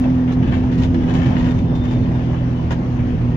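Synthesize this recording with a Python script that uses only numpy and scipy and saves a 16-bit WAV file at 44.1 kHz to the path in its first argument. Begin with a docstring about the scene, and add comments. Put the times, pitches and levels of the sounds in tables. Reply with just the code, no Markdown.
"""The diesel of a bus drones in low shaft orders as it rolls slowly round a corner, heard from inside.
The road booms through the floor and roars in the cabin: shaped noise with drifting patches.
Loose panels and windows rattle over bumps: dense random clicks ring a panel response and a short tail.
Faint squeaks are narrow tones with a little resonant noise.
Two microphone ports: the left one is nearer and brighter."""
import sys
import numpy as np
from scipy import signal
from scipy.fft import rfft, irfft, next_fast_len
from scipy.io import wavfile
from scipy.ndimage import uniform_filter1d

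SR = 44100
rng = np.random.default_rng(int(sys.argv[2]) if len(sys.argv) > 2 else 0)


def dump_mix(stems):
    """Bounce the given channels to the path in sys.argv[1] as a 16-bit WAV at rate SR."""
    frames = np.atleast_2d(stems).T  # one column per channel
    limited = np.clip(frames, -1, 1)  # hard clip at full scale
    pcm = np.round(limited * 32767).astype(np.int16)
    wavfile.write(sys.argv[1], SR, pcm)


def convert_level_to_amplitude(level_db):
    """Map a level in decibels to its linear amplitude factor."""
    exponent = np.asarray(level_db, float) / 20
    return 10 ** exponent


N = 148176
T = np.arange(N) / SR


def evened(x):
    """Scales to rms 1."""
    return x / np.sqrt(np.mean(x ** 2) + 1e-20)


def read(points, hz):
    """Interpolates a spectrum table on a log frequency axis."""
    f, value = np.transpose(points)
    return np.interp(np.log(hz + 1), np.log(f + 1), value)


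def curve(table, axis):
    """One column of a time table, interpolated per sample."""
    table = np.array(table)
    return np.interp(T, table[:, 0], table[:, axis])


def slow(top_hz):
    """Random fluctuation of rms 1, rolled off above top_hz."""
    z = rfft(rng.standard_normal(N))
    rolloff = 1 + (np.fft.rfftfreq(N, 1 / SR) / top_hz) ** 4
    return evened(irfft(z / rolloff, N))


def wash(colour, patchy_db, size):
    """Two unrelated noises of one colour with shared drifting patches; joint rms 1."""
    hop = size // 4
    frames, hz = N // hop + 5, np.fft.rfftfreq(size, 1 / SR)
    a, b, c, d, patches = rng.standard_normal((frames, len(hz), 5)).T
    patches = uniform_filter1d(patches, size=12, axis=0)  # along frequency
    patches = evened(uniform_filter1d(patches, size=10, axis=1))  # along time
    gain = convert_level_to_amplitude(read(colour, hz)[:, None] + patchy_db * patches)
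    z = np.array([a + 1j * b, c + 1j * d]) * gain
    return evened(signal.istft(z, nperseg=size, noverlap=size - hop)[1][:, :N])


def engine():
    """Sine orders of one drifting shaft speed, each wavering in level; order 8 swells once."""
    # Each row: time in seconds, base order in Hz before drift.
    speed = [(0, 42.5), (.4, 41.9), (.65, 42.4), (1.2, 41.9), (1.8, 41.4), (2.6, 41.2), (3.1, 40.9),
             (3.36, 40.4)]
    # Each row: time in seconds, then rms levels of order 3 (boom), order 4 and order 6 (drone) in dB,
    # before waver.
    main_orders = [(0.05, -37.5, -50, -17), (0.09, -21.5, -22, -17.5), (0.25, -25.5, -27.5, -17),
                   (0.41, -22.5, -26.5, -18.5), (0.49, -34, -32, -33), (0.56, -41.5, -24.5, -18),
                   (0.66, -25.5, -34, -20.5), (0.76, -22, -22, -22), (0.84, -36, -32.5, -18.5),
                   (1.22, -41, -17, -22.5), (1.28, -10.5, -38.5, -19.5), (1.33, -28.5, -22.5, -23),
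                   (1.48, -26, -32, -18.5), (1.65, -24.5, -23, -24.5), (1.92, -28.5, -34, -22),
                   (2.11, -22, -26, -25.5), (2.81, -24, -26.5, -27), (2.99, -21.5, -68.5, -23),
                   (3.15, -27, -22, -25), (3.2, -19, -30.5, -36), (3.24, -19.5, -38.5, -23),
                   (3.3, -22, -23.5, -24.5)]
    # Weaker orders. Each row: multiple of the base order, rms level in dB before waver and swell.
    weak_orders = [(1, -34), (1.5, -34), (2, -28.5), (5, -39.5), (8, -41), (9, -44), (12, -46.5)]
    drift_fraction, drift_hz = 0.0062, 5
    waver_db, waver_hz = 0.5, 15.8
    swell_s, swell_length_s, swell_peak_db = 0.97, 0.038, 17

    base_hz = curve(speed, axis=1) * (1 + drift_fraction * slow(drift_hz))
    turns = 2 * np.pi * np.cumsum(base_hz) / SR
    swell_db = swell_peak_db * np.exp(-((T - swell_s) / swell_length_s) ** 2)
    orders = [(k, curve(main_orders, axis)) for axis, k in enumerate((3, 4, 6), 1)] + weak_orders
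    out = np.zeros(N)
    for k, db in orders:
        order_db = db + (k == 8) * swell_db + waver_db * slow(waver_hz)
        out += np.sqrt(2) * convert_level_to_amplitude(order_db) * np.sin(k * turns + 2 * np.pi * rng.random())
    return out


def road():
    """Floor boom following the road surface plus cabin roar swelling with load, both shaped noise."""
    # Road under the wheels. Each row: time in seconds, roughness in dB before boom_db.
    surface = [(0.0, -22), (0.21, -33), (0.32, -25), (0.43, -19), (0.54, -20.5), (1.08, -19.5),
               (1.09, -21.5), (1.71, -21), (1.88, -26), (2.08, -20), (2.19, -28.5), (3.12, -24.5),
               (3.14, -17), (3.18, -23.5), (3.31, -29.5), (3.36, -27.5)]
    # Floor boom spectrum. Each row: frequency in Hz, relative density in dB per Hz.
    floor = [(20, -22.5), (40, -11), (75, 2), (110, 3), (160, -1), (220, -3), (330, -18), (450, -15.5),
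             (700, -60), (1500, -120)]
    # Roar over time. Each row: time in seconds, level in dB before roar_db.
    load = [(0.05, -31), (0.23, -33.5), (0.98, -34), (1.33, -30), (1.56, -33), (1.75, -34), (2.03, -32.5),
            (2.99, -33), (3.3, -34.5)]
    # Cabin roar spectrum. Each row: frequency in Hz, relative density in dB per Hz.
    roar_colour = [(150, -31), (260, -4), (291, -6), (443, -20.5), (496, -15), (666, -18), (988, -22),
                   (1270, -29), (3040, -38.5), (3910, -46), (6310, -50), (7470, -64.5), (9710, -95),
                   (16400, -120)][:-2] + [(8200, -69), (10400, -69.5), (13900, -77), (14500, -65),
                   (15600, -67.5), (16100, -73.5)]
    boom_db, roar_db = 2, 4.5

    boom = convert_level_to_amplitude(curve(surface, axis=1) + boom_db) * wash(floor, patchy_db=1.4, size=2048)
    roar = convert_level_to_amplitude(curve(load, axis=1) + roar_db) * wash(roar_colour, patchy_db=1.7, size=1024)
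    return boom + roar


def clack():
    """One minimum-phase panel knock of unit energy, split into body, middle and bright parts."""
    # Panel ringing. Each row: frequency in Hz, relative density in dB per Hz.
    panel = [(200, -33.5), (350, -10.5), (500, -11.5), (700, -11.5), (900, -12), (1100, -15), (1350, -18),
             (1550, -17), (1720, -11.5), (1880, -17), (2050, -19.5), (2400, -22), (3000, -21), (3600, -27),
             (4200, -33.5), (5500, -38.5), (6700, -39.5), (7500, -48.5), (8400, -56.5), (10200, -57),
             (13400, -64), (14900, -56.5), (16100, -64)]
    body_hz, bright_hz = 1300, 3800

    hz = abs(np.fft.fftfreq(4096, 1 / SR))
    low = 1 / (1 + (hz / body_hz) ** 8)
    high = 1 - 1 / (1 + (hz / bright_hz) ** 8)
    gain = convert_level_to_amplitude(np.maximum(read(panel, hz), -100))
    causal = np.exp(np.conj(signal.hilbert(np.log(gain))))
    tick = causal / np.sqrt(np.mean(gain ** 2))
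    parts = np.fft.ifft(tick * np.array([low, 1 - low - high, high])).real
    return np.roll(parts, 32, axis=1)[:, :2048]  # room for the split's pre-ringing


def clicks(per_s, spread_db):
    """Dense random-sign clicks with exponentially spread dB levels, so a few are large; rms 1."""
    draw = rng.random((3, N))
    sign = (draw[0] < per_s / SR) * np.sign(draw[1] - .5)
    return evened(sign * convert_level_to_amplitude(-spread_db * np.log(draw[2] * .99 + .01)))


def cabin(x):
    """Short noise tails, crossfaded in rotation through six random pairs: no one colours every knock."""
    t60_s, shifts_per_s, gap_s = 0.061, 9.5, .001
    t = np.arange(SR // 4) / SR
    tails = rng.standard_normal((6, 2, len(t))) * convert_level_to_amplitude(-60 * t / t60_s) * (t > gap_s)
    tails /= np.linalg.norm(tails[0, 0])
    phase = (shifts_per_s * T - np.arange(6)[:, None]) % 6 - 1
    share = np.cos(np.pi / 2 * np.clip(phase, -1, 1))
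    return signal.oaconvolve((x * share)[:, None], tails, axes=2)[:, :, :N].sum(0)


def rattles():
    """Click bursts over bumps and a rising and falling trim rattle ring the panels and a short tail."""
    # Each row: start in seconds, level in dB before rattle_db, Gaussian decay length in seconds,
    # extra brightness in dB, extra body in dB.
    bumps = [(0.038, -25.5, 0.015, -11, 2.3), (0.277, -28.5, 0.04, -4, 1.2), (0.319, -29, .015, 9, 3.5),
             (0.426, -26.5, 0.022, -5.5, 0.5), (0.459, -26, 0.033, -2, -0.5), (0.515, -23, .035, -4.5, -1),
             (0.535, -26, 0.046, 1, -5.5), (0.626, -31, 0.017, -5, 6.5), (0.716, -28.5, 0.026, 5.5, 3.5),
             (0.778, -26.5, 0.023, 8.5, -0.5), (0.809, -29, 0.023, 4.5, -7.5), (0.817, -27, 0.037, 7, -7.5),
             (0.942, -21.5, 0.0084, 0, -8.5), (1.021, -32, .03, -1.5, 0.5), (1.078, -25.5, .025, 4.5, 6),
             (1.101, -30.5, 0.02, 0.5, -4.5), (1.137, -23.5, 0.029, 5, 1.5), (1.188, -27.5, 0.016, 0, -2),
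             (1.218, -23, .03, -1, 3.5), (1.25, -26.5, 0.035, 4.5, -1), (1.303, -27.5, 0.024, -2.5, -1),
             (1.355, -23, .023, -5, -1), (1.376, -24.5, .045, 2.5, -0.7), (1.442, -20.5, 0.043, 0.5, -4),
             (1.466, -29.5, 0.073, 6, -2), (1.582, -30.5, 0.015, 5, -10.5), (1.75, -36, .03, 9.5, -6.5),
             (1.8365, -34, .06, 6.5, 0.5), (1.906, -31.5, .03, 6, 6), (2.145, -33, 0.015, -1, 8),
             (2.341, -37.5, 0.013, 0, 10), (2.7052, -24.5, 0.009, 5.5, 9), (2.7127, -24, 0.02, 4.5, -1),
             (2.987, -34, 0.013, -3.5, 5)]
    # Continuous loose trim rattle. Each row: time in seconds, drive level in dB.
    trim = [(0.08, -45.5), (0.31, -51), (0.64, -45), (0.87, -47), (1.08, -40), (1.26, -37.5), (1.36, -45),
            (1.52, -50), (1.68, -58), (2.08, -43), (2.38, -46.5), (2.88, -52), (3.3, -45.5)]
    rattle_db, first_db, rise_s = -8, 16, .001  # first_db: opening knock over its burst
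    tail_gain = convert_level_to_amplitude(-2.4)

    burst, first = np.zeros((3, N)), np.zeros((3, N))
    for start_s, db, length_s, bright_db, body_db in bumps:
        bands = convert_level_to_amplitude(db + rattle_db + np.array([[body_db], [0], [bright_db]]))
        u = np.maximum(T - start_s, 0)
        burst += bands ** 2 * np.minimum(u / rise_s, 1) * np.exp(-(u / length_s) ** 2)
        first[:, round(start_s * SR)] = bands[:, 0] * convert_level_to_amplitude(first_db)
    drive = first + np.sqrt(burst) * clicks(per_s=1100, spread_db=3.5)
    drive += convert_level_to_amplitude(curve(trim, axis=1)) * clicks(per_s=1500, spread_db=2.5)
    direct = signal.oaconvolve(drive, clack(), axes=1)[:, :N].sum(0)
    tail = cabin(direct)
    return np.array([direct + tail_gain * tail[0], np.hypot(1, tail_gain) * tail[1]])


def resonate(x, hz, width_hz):
    """A fixed one-pole resonance of gain 1, run at baseband."""
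    turn = np.exp(2j * np.pi * hz * np.arange(len(x)) / SR)
    r = np.exp(-np.pi * width_hz / SR)
    return 2 * (turn * signal.lfilter([1 - r], [1, -r], x / turn)).real


def squeaks():
    """Short chirps of something rubbing: fixed-pitch sines roughened by narrow resonant noise."""
    # Each row: start in seconds, length in seconds, tone level in dB, pitch in Hz.
    chirps = [(1.45, .1, -53, 3600), (1.56, .07, -56, 3600), (1.65, .09, -57, 3600), (1.72, .09, -51, 3598),
              (1.80, .065, -48, 3595), (1.865, .065, -48, 3597), (1.925, .065, -50, 3597),
              (2.01, .05, -53, 3605), (2.13, .07, -56, 3590), (1.85, .16, -57, 2975),
              (2.25, .24, -55, 2975), (2.535, .12, -52, 2970)]
    width_hz, roughness = 33, 0.15

    out, noise = np.zeros(N), rng.standard_normal(N)
    for start_s, length_s, db, hz in chirps:
        shape = np.sin(np.pi * np.clip((T - start_s) / length_s, 0, 1)) ** .6
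        tone = np.sqrt(2) * np.sin(2 * np.pi * hz * T)
        tone += roughness * evened(resonate(noise, hz, width_hz))
        out += convert_level_to_amplitude(db) * shape * tone
    return out


def scene():
    """Row 0 is the sound at the seat, row 1 a share only the right port adds (half engine and squeaks)."""
    return road() + rattles() + (engine() + squeaks()) * np.array([[1], [.5]])


def top_cut(x):
    """Nothing passes above the cut-off."""
    return signal.sosfilt(signal.butter(12, 15700, fs=SR, output="sos"), x)


def record(dry):
    """The port pair: likeness, balance and phase lead by frequency, then a band limit."""
    # Each row: frequency in Hz, likeness of the ports from 0 to 1.
    likeness = [(60, 1), (140, 0.89), (240, 1), (340, .9), (520, 0.42), (1000, 0.2), (2000, 0.083),
                (4000, 0.067), (7200, 0.067), (8200, 0.27), (16000, 0.5)]
    # Each row: frequency in Hz, left over right balance in dB.
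    balance = [(25, -4.3), (60, 4.5), (100, -1.5), (170, -1.5), (290, -0.3), (500, -2), (850, -3),
               (1440, 2), (2440, 9.5), (4140, 7), (7020, 9), (8400, 4.2), (16000, 2.3)]
    # Each row: frequency in Hz, phase in radians by which the left port leads.
    lead = [(0, 0), (60, .05), (250, .3), (430, .5), (690, 1.1), (1120, 3.2), (1460, 3.9), (2070, 7.0),
            (7200, 23.3), (7900, 8 * np.pi), (22050, 8 * np.pi)]
    edge_hz = 15700

    size = next_fast_len(N + 64)
    hz = np.fft.rfftfreq(size, 1 / SR)
    seat, extra = rfft(dry, size)
    same = np.clip(read(likeness, hz), 0, 1)
    tilt = convert_level_to_amplitude(read(balance, hz) / 2)
    late = np.exp(-1j * np.interp(hz, *np.transpose(lead)))
    left = seat * tilt
    right = (same * seat + np.sqrt(1 - same ** 2) * extra) * late / tilt
    pair = np.array([left, right]) * (hz < edge_hz)
    return top_cut(irfft(pair, size)[:, :N])


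dry = scene()
out = record(dry)
dump_mix(out)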